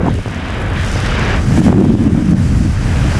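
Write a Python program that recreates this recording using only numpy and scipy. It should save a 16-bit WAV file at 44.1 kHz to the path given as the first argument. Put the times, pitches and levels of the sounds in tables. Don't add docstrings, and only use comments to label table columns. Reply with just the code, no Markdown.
import sys
import numpy as np
from scipy import signal
from scipy.io import wavfile
from scipy.ndimage import uniform_filter1d, minimum_filter1d

SR = 44100
rng = np.random.default_rng(int(sys.argv[2]) if len(sys.argv) > 2 else 0)


def decibels_to_gain(level_db):
    exponent = np.asarray(level_db, float) / 20
    return 10 ** exponent


def transcribe(u):
    v = np.clip(np.atleast_2d(u).T, -1, 1)
    q = np.round(v * 32767).astype(np.int16)
    wavfile.write(sys.argv[1], SR, q)


N = 140679

# start in seconds, level in dB, flutter share in dB, tilt in dB per octave.
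HISS_COURSE = [(0, -49, 4, -2), (.17, -42.5, 2, .1), (.42, -46, -1, -1), (.74, -46.5, 1, 2),
               (.8, -40.5, -1, 3), (.91, -32, 1, -1.4), (1.04, -33.5, -1.5, -5), (1.2, -34.5, 2.5, -9.5),
               (1.4, -37.5, -6, -2.5), (1.6, -34, -14, 2.5), (1.68, -32.5, -12, 3), (1.73, -42, -5, 1.5),
               (2.0, -43, -5, 1), (2.3, -41, -7, 0.5), (2.55, -38, -12, 0), (2.75, -39, -13, -1.5),
               (3.05, -35.5, -18, 0), (3.19, -33, -9, -1)]
# frequency in Hz, density in dB per Hz.
HISS_SPECTRUM = [(3000, -26), (4000, 1.5), (4900, -.1), (6500, -2), (9000, -6.5), (10500, -18.5),
                 (12000, -23), (15000, -36)]
# start in seconds, level in dB, tilt in dB per octave.
RUSH_COURSE = [(0, -23, -4.5), (.13, -33.5, 4.5), (.2, -34, 2.5), (.36, -27.5, 1), (.52, -24.5, 0.6),
               (.72, -23, -1.5), (.79, -23, 2.5), (.93, -24.5, 0.5), (1.1, -20.5, 1.3), (1.345, -17.5, 0),
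               (1.43, -26.5, -1.9), (1.67, -25, 2), (1.73, -28, -0.5), (1.96, -38.5, 6.5),
               (2.04, -31, -0.2), (2.68, -31.5, 0.6), (2.95, -25, 0.1), (3.19, -23, 0)]
# frequency in Hz, density in dB per Hz.
RUSH_SPECTRUM = [(200, 2.5), (400, 2.5), (800, -1.5), (1600, -6.24), (2500, -7), (3400, -11.5), (4200, -17),
                 (6000, -34)]
# start in seconds, level in dB.
SWELL_COURSE = [(0.0, -20), (0.21, -15), (0.23, -49), (0.26, -15.5), (0.32, -25.5), (0.73, -15.5),
                (1.76, -14.5), (1.79, -33), (1.86, -14), (2.29, -20), (2.49, -11), (2.9, -15),
                (2.96, -11.5), (3.19, -15.5)]
# frequency in Hz, density in dB per Hz.
SWELL_SPECTRUM = [(15, -38), (25, 2.5), (50, 0.5), (95, 4.2), (140, -9.5), (250, -16)]
# start in seconds, level in dB, upper edge in Hz.
GUST_COURSE = [
    (0, -24.5, 1000),
    (.03, -24.5, 1150),
    (.08, -21, 1140),
    (.105, -22, 730),
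    (.14, -34, 620),
    (.2, -31, 503),
    (.23, -54, 350),
]
# time in seconds, peak in dB, limiter dip in dB (below 0: none).
POP_EVENTS = [(0.188, -24, -2), (0.258, -19, 0.5), (0.278, -20.5, -2), (0.497, -19.5, -1.5),
              (0.958, -17, -1.5), (1.508, -20, -1.5), (1.574, -14, -1.5), (1.615, -13, 0.5),
              (1.664, -12, -4), (1.681, -7, 6), (1.69, -8, -1), (1.702, -15, 3.5), (1.726, -9.5, 7),
              (1.745, -19, 4), (1.78, -19, 3.5), (1.81, -16, 3.0), (1.821, -17, 4.5), (1.842, -19, 1.5),
              (1.851, -16, -2), (1.903, -21, -10), (1.95, -22, 7.5), (2.041, -30, -4), (2.076, -26, 6.5),
              (2.222, -29, 3.5), (2.333, -23, 12)]
# start in seconds, level in dB, shedding pitch in Hz.
EDDY_COURSE = [(0.0, -18, 167), (0.03, -15, 169), (0.14, -15.5, 169), (0.18, -30.5, 140), (0.4, -23.5, 185),
               (0.83, -26.5, 135), (1.45, -19, 147), (1.58, -7, 174), (1.8, -4.5, 214), (1.84, -8.5, 212),
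               (2.18, -11, 197), (2.26, -14, 170), (2.33, -3.5, 176), (2.42, -15.5, 149),
               (2.66, -13.5, 166), (2.74, -21, 144), (3.12, -17, 138), (3.19, -18.5, 142)]


def rms_one(x):
    return x / np.sqrt(np.mean(x ** 2) + 1e-20)


def in_time(rows):
    s, *columns = np.transpose(rows)
    return [np.interp(np.arange(N) / SR, s, column) for column in columns]


def at_hz(points, hz):
    point_hz, db = np.transpose(points)
    return np.interp(np.log(hz), np.log(point_hz), db)


def drift(rate):
    r = np.exp(-40 * np.pi * rate / SR)
    white = rng.standard_normal(N // 20 + 2002)
    slow = signal.lfilter([1], [1, -2 * r, r * r], white)[2000:]
    return np.interp(np.arange(N) / 20, np.arange(len(slow)), rms_one(slow))


def bands(low_hz, count, gain_db, shared_db, own_db, rate, order=2):
    white = rng.standard_normal((2, N + SR // 2))
    together = drift(rate)
    out, power = 0, 0
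    for k in range(count):
        low = low_hz * 2 ** (k / 3)
        high = min(low * 2 ** (1 / 3), 0.48 * SR)
        sos = signal.butter(order, [low, high], "band", fs=SR, output="sos")
        band = signal.sosfilt(sos, white[k % 2])[-N:]
        gain = decibels_to_gain(gain_db(np.sqrt(low * high)))
        lumps = decibels_to_gain(shared_db * together + own_db * drift(rate / 2))
        out = out + gain * lumps * band
        power = power + gain ** 2 * 2 * (high - low) / SR
    return out / np.sqrt(power)


def resonate(x, hz, width_hz):
    r = np.exp(-np.pi * width_hz / SR)
    zeros = np.array([1, 0, -1]) * (1 - r * r) / 2
    return signal.lfilter(zeros, [1, -2 * r * np.cos(2 * np.pi * hz / SR), r * r], x)


def hiss():
    puffs_per_s, puff_spread_db, puff_s, apart_db = 550, 1.3, 0.00045, 5.5
    level_db, flutter_db, tilt = in_time(HISS_COURSE)
    strength = decibels_to_gain(puff_spread_db * np.minimum(rng.exponential(1, N), 4))
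    born = (rng.random(N) < puffs_per_s / SR) * strength
    r = np.exp(-1 / (puff_s * SR))

    def colour(hz):
        return at_hz(HISS_SPECTRUM, hz) + tilt * np.log2(hz / 6500)
    air = bands(2540, count=8, gain_db=colour, shared_db=0.43, own_db=0.8, rate=24)
    low = signal.sosfilt(signal.butter(2, 7000, fs=SR, output="sos"), air)
    share = decibels_to_gain(flutter_db)
    out = 0
    for part in (low, air - low):
        own_born = born * decibels_to_gain(rng.normal(0, apart_db, N)) + 1e-18
        puffs = rms_one(signal.lfilter([1], [1, -2 * r, r * r], own_born))
        out = out + part * np.sqrt((1 + (share * puffs) ** 2) / (1 + share ** 2))
    return decibels_to_gain(level_db) * out


def rush():
    level_db, tilt = in_time(RUSH_COURSE)

    def colour(hz):
        return at_hz(RUSH_SPECTRUM, hz) + tilt * np.log2(hz / 1500)
    roar = bands(201.1, count=15, gain_db=colour, shared_db=0.58, own_db=0.8, rate=75)
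    frame = decibels_to_gain(-7) * 2 * resonate(roar, hz=1600, width_hz=480)
    return decibels_to_gain(level_db) * rms_one(roar + frame)


def swell():
    drone_hz, drone_width_hz, drone_db = 94.1, 4.7, -16.5
    evening, even_s = 1, 0.022
    rumble = bands(16.03, count=13, gain_db=lambda hz: at_hz(SWELL_SPECTRUM, hz),
                   shared_db=-1.6, own_db=2.2, rate=6.4)
    drone = resonate(rng.standard_normal(N), drone_hz, drone_width_hz)
    drone = resonate(drone, drone_hz, drone_width_hz)
    x = rumble + decibels_to_gain(drone_db) * rms_one(drone)
    power = uniform_filter1d(x ** 2, size=int(even_s * SR))
    even = (power + 0.13) ** (-evening / 2)
    return decibels_to_gain(in_time(SWELL_COURSE)[0]) * rms_one(x * even)


def gust():
    level_db, edge_hz = in_time(GUST_COURSE)

    def colour(hz):
        octaves = np.log2(hz / edge_hz)
        return np.minimum(-7 * octaves, -30 * octaves)
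    return decibels_to_gain(level_db) * bands(242, count=9, gain_db=colour, shared_db=3.7, own_db=3.0, rate=45)


def pops():
    low_hz, high_hz, boost_db, lag_s = 170, 754, 8, 0.001284
    small_per_s, small_db = 70, -12
    s, peak_db, _ = np.transpose(POP_EVENTS)
    small = decibels_to_gain(in_time(EDDY_COURSE)[0] + small_db)
    kicks = (rng.random(N) < small_per_s / SR) * rng.standard_normal(N) * small
    kicks[((s + lag_s) * SR).astype(int)] = decibels_to_gain(peak_db + boost_db) * rng.choice([-1, 1], len(s))
    spring = signal.butter(2, [low_hz, high_hz], "band", fs=SR, output="sos")
    dull = signal.butter(2, 1700, fs=SR, output="sos")
    port = np.vstack([spring, dull])
    port_peak = signal.sosfilt(port, np.arange(500) == 0).max()
    return signal.sosfilt(port, kicks + 1e-18) / port_peak


def eddies():
    below, top, above, tail = 4, 7.5, 34, 10.5
    edge_octaves, tail_db, peaking = 0.67, -23.5, 0.088
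    level_db, pitch_hz = in_time(EDDY_COURSE)

    def colour(hz):
        octaves = np.log2(hz / pitch_hz)
        peak = np.minimum(below * octaves, -top * octaves)
        peak = peak - above * np.maximum(octaves - edge_octaves, 0)
        return np.maximum(peak, tail_db - tail * np.abs(octaves - 1))
    x = bands(63.46, count=14, gain_db=colour, shared_db=1.46, own_db=0.2, rate=62, order=4)
    return decibels_to_gain(level_db) * rms_one(x * (1 + peaking * np.abs(x)))


def limiter_dips():
    attack_s, release_s = 0.0043, 0.018
    gain_db = 0
    for s, _, dip_db in POP_EVENTS:
        after = np.maximum(np.arange(N) / SR - s - 0.003, 0)
        onset = 1 - np.exp(-(after / attack_s) ** 2)
        gain_db = gain_db - max(dip_db, 0) * np.exp(-after / release_s) * onset
    return decibels_to_gain(gain_db)


def limiter(x):
    limit, release_db_s, smooth_s = 0.95, 150, 0.0015
    size = int(smooth_s * SR)
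    ramp = release_db_s * np.arange(N) / SR
    over_db = np.maximum(20 * np.log10(np.abs(x) / limit + 1e-9), 0)
    held_db = np.maximum.accumulate(over_db + ramp, axis=-1) - ramp
    early_db = minimum_filter1d(-held_db, size=size)
    return x * decibels_to_gain(uniform_filter1d(early_db, size=size))


def scene():
    pressure = hiss() + rush() + swell() + gust() + pops() + eddies()
    return (pressure * limiter_dips())[None]


def roll_off(x):
    return signal.sosfilt(signal.butter(12, 14890, fs=SR, output="sos"), x)


def record(dry):
    low_cut_hz, ceiling = 31, 1.3
    x = dry - 0.4 * resonate(dry, hz=4200, width_hz=800)
    low_cut = signal.butter(3, low_cut_hz, "high", fs=SR, output="sos")
    x = limiter(signal.sosfilt(low_cut, x))
    mix = x / (1 + np.abs(x / ceiling) ** 4) ** 0.14
    return roll_off(mix)


dry = scene()
out = record(dry)
transcribe(out)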